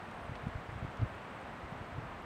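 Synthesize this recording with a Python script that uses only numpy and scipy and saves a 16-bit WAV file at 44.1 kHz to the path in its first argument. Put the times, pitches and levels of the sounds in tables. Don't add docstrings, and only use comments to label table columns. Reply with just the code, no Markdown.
import sys
import numpy as np
from scipy import signal
from scipy.fft import rfft, irfft, next_fast_len
from scipy.io import wavfile
from scipy.ndimage import map_coordinates

SR = 44100
rng = np.random.default_rng(int(sys.argv[2]) if len(sys.argv) > 2 else 0)


def pcm_store(signal):
    levels = np.round(np.clip(np.atleast_2d(signal), -1, 1) * 32767)
    wavfile.write(sys.argv[1], SR, levels.astype(np.int16).T)


N = 99225


def amp(db):
    return 10 ** (np.asarray(db) / 20)


def unit(x):
    return x / np.sqrt(np.mean(x ** 2) + 1e-20)


def wobble(rate):
    return map_coordinates(rng.standard_normal(int(N * rate / SR) + 4), [np.arange(N) * rate / SR])


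def filtered(x, response):
    m = next_fast_len(N + 8192)
    return irfft(rfft(x, m) * response(np.fft.rfftfreq(m, 1 / SR)), m)[:N]


def noise(spectrum):
    f, db = np.transpose(spectrum)
    white = rng.standard_normal(N)
    return unit(filtered(white, lambda hz: amp(np.interp(np.log(hz + 1), np.log(f), db))))


def hump(u):
    return np.cos(np.pi / 2 * np.clip(u, -1, 1)) ** 2


# peak_s, level_db, half_length_s, pitch_hz
EDDIES = [(.25, -47, .01, 90.5), (0.295, -33, 0.005, 86), (0.318, -34, 0.0058, 107),
          (0.438, -39, 0.0067, 124), (0.47, -24.5, 0.0033, 143), (0.485, -36, 0.0069, 65),
          (.557, -31, 0.006, 92), (0.585, -38.5, .005, 124), (0.693, -37, 0.0068, 87),
          (.735, -41, 0.016, 121), (.762, -32, 0.0057, 88), (.829, -28.5, 0.0055, 113),
          (0.848, -29.5, .005, 118), (.888, -39, .005, 111), (.997, -31, 0.0055, 100),
          (1.03, -22.5, .013, 108.6), (1.107, -46.5, .006, 120), (1.129, -42.5, 0.011, 91),
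          (1.161, -42.5, 0.0094, 102), (1.641, -39, 0.0096, 78), (1.726, -34, 0.0045, 160),
          (1.766, -48, .007, 90), (1.813, -35, 0.0046, 103), (1.926, -41, 0.0052, 90),
          (1.958, -39.5, 0.016, 97), (1.986, -28.5, 0.0058, 116), (2.035, -38, 0.0067, 115),
          (2.057, -36, 0.0037, 123)]
# frequency_hz, level_db
TURBULENCE_SPECTRUM = [(20, 10), (50, -10), (120, -7), (260, -1.5), (380, -13), (700, -38), (1500, -90)]


def wind_puffs(t, trim_db=-.5, roughness=.34, wander_rad=.22):
    out = np.zeros(N)
    turbulence = noise(TURBULENCE_SPECTRUM)
    drift = wander_rad * wobble(120)
    for peak_s, level_db, half_length_s, pitch_hz in EDDIES:
        swing = np.cos(2 * np.pi * pitch_hz * (t - peak_s) + rng.uniform(0, 2 * np.pi) + drift)
        envelope = np.exp(-((t - peak_s) / half_length_s) ** 2)
        out += amp(level_db + trim_db) * envelope * (swing + roughness * turbulence)
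    return out


# time_s, level_db
BREEZE_LEVELS = [(0, -68), (.17, -57), (.26, -49), (.38, -59), (.48, -54), (.65, -62), (.83, -48),
                 (.93, -61), (1.02, -44.5), (1.2, -64), (1.55, -68), (1.75, -58), (1.87, -64), (1.98, -52),
                 (2.25, -56)]
# frequency_hz, level_db
RUMBLE_SPECTRUM = [(15, -10), (28, -5.5), (50, 3.5), (90, -2.5), (160, -7.5), (280, -17), (500, -52),
                   (1000, -75)]


def breeze_rumble(t, trim_db=-.5):
    level_db = np.interp(t, *np.transpose(BREEZE_LEVELS))
    return noise(RUMBLE_SPECTRUM) * amp(level_db + trim_db)


# start_s, level_db, centre_hz, width_octaves, t60_s
STALK_SNAPS = [(.112, -59.5, 5200, 0.58, 0.017), (0.354, -45.5, 2530, 0.65, 0.03),
               (.481, -59, 5500, .55, .015), (.970, -53.5, 3400, 0.75, 0.022),
               (1.014, -54.5, 3000, 0.45, .04), (1.151, -65, 8500, .5, .02), (2.222, -67, 9000, .5, .02)]


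def stalk_snaps(t, attack_s=.0012):
    out = np.zeros(N)
    for start_s, level_db, centre_hz, width_octaves, t60_s in STALK_SNAPS:
        white = rng.standard_normal(N)
        crack = filtered(white, lambda hz: np.exp(-.5 * (np.log2((hz + 1) / centre_hz) / width_octaves) ** 2))
        attack = np.clip((t - start_s) / attack_s, 0, 1)
        out += attack * amp(level_db - 60 * np.abs(t - start_s) / t60_s) * unit(crack)
    return out


# start_s, end_s, pitch_hz, period_s, level_db
CRICKET_TRILLS = [(.05, .5, 8950, .062, -76), (.035, .21, 8930, .056, -77), (.014, 1.02, 8100, .064, -76.5),
                  (.44, 2.24, 7670, .0705, -79), (.545, 1.12, 8920, .0615, -80),
                  (1.11, 1.72, 8090, .0645, -77), (1.14, 1.42, 8600, .054, -78),
                  (1.35, 1.92, 8900, .061, -78), (1.79, 1.96, 8280, .074, -77)]


def crickets(t, chirp_s=.036, arch_hz=500, fall_hz=130, scatter_db=1.2, drift_s=.003, blur_rad=.45):
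    out = np.zeros(N)
    for start_s, end_s, pitch_hz, period_s, level_db in CRICKET_TRILLS:
        clock = t - start_s + drift_s * wobble(9)
        stroke = np.round(clock / period_s)
        position = np.clip((clock - stroke * period_s) / (chirp_s / 2), -1, 1)
        accent = rng.standard_normal(size=256).take(stroke.astype(int), mode="wrap")
        singing = (stroke >= 0) & (start_s + stroke * period_s <= end_s)
        glide_hz = pitch_hz - arch_hz * position ** 2 - fall_hz * position
        tone = np.sin(2 * np.pi * np.cumsum(glide_hz) / SR + blur_rad * wobble(400))
        out += singing * hump(position) * amp(level_db + scatter_db * accent) * tone
    return out


# peak_s, length_s, pitch_hz, level_db
INSECT_BUZZES = [(0.237, .08, 9600, -73), (0.717, .11, 8850, -77), (2.085, 0.099, 8800, -80)]


def insect_buzzes(t, wingbeat_hz=73, blur_rad=1.1):
    out = np.zeros(N)
    beats = np.sin(np.pi * wingbeat_hz * t) ** 2
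    for peak_s, length_s, pitch_hz, level_db in INSECT_BUZZES:
        envelope = np.sqrt(hump((t - peak_s) / (length_s / 2)))
        hiss = np.sin(2 * np.pi * pitch_hz * t + blur_rad * wobble(700))
        out += amp(level_db) * envelope * beats * hiss
    return out


# frequency_hz, level_db
RUSH_SPECTRUM = [(20, -24), (50, -3), (100, -2.5), (200, -2.5), (400, -3.5), (700, 0.5), (1200, -2),
                 (2000, -8), (3000, -16), (4000, -23.5), (5000, -29.5), (7000, -34.5), (8500, -35),
                 (10000, -43), (15500, -46)]
# frequency_hz, level_db
LOW_END_SPECTRUM = [(20, -30), (60, -6), (110, 0), (250, -2), (400, -11.5), (800, -32), (2000, -70)]
# time_s, level_db
LOW_END_LEVELS = [(0, -58.5), (.3, -57.5), (1.1, -55.5), (1.7, -55.5), (2.25, -55.5)]


def far_air(t, rush_db=-47, sway_db=.15):
    low_end = noise(LOW_END_SPECTRUM) * amp(np.interp(t, *np.transpose(LOW_END_LEVELS)))
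    rush = noise(RUSH_SPECTRUM) * amp(rush_db + sway_db * wobble(2.27))
    return rush + low_end


def scene():
    t = np.arange(N) / SR
    bed = far_air(t)
    wind = wind_puffs(t) + breeze_rumble(t)
    grass = crickets(t) + insect_buzzes(t) + stalk_snaps(t)
    return (wind + grass + bed)[None]


def record(dry):
    low_cut_hz, top_hz = 36, 15700
    low_cut = signal.butter(2, low_cut_hz, "highpass", fs=SR, output="sos")
    return filtered(signal.sosfilt(low_cut, dry[0]), lambda hz: hz < top_hz)[None]


dry = scene()
out = record(dry)
pcm_store(out)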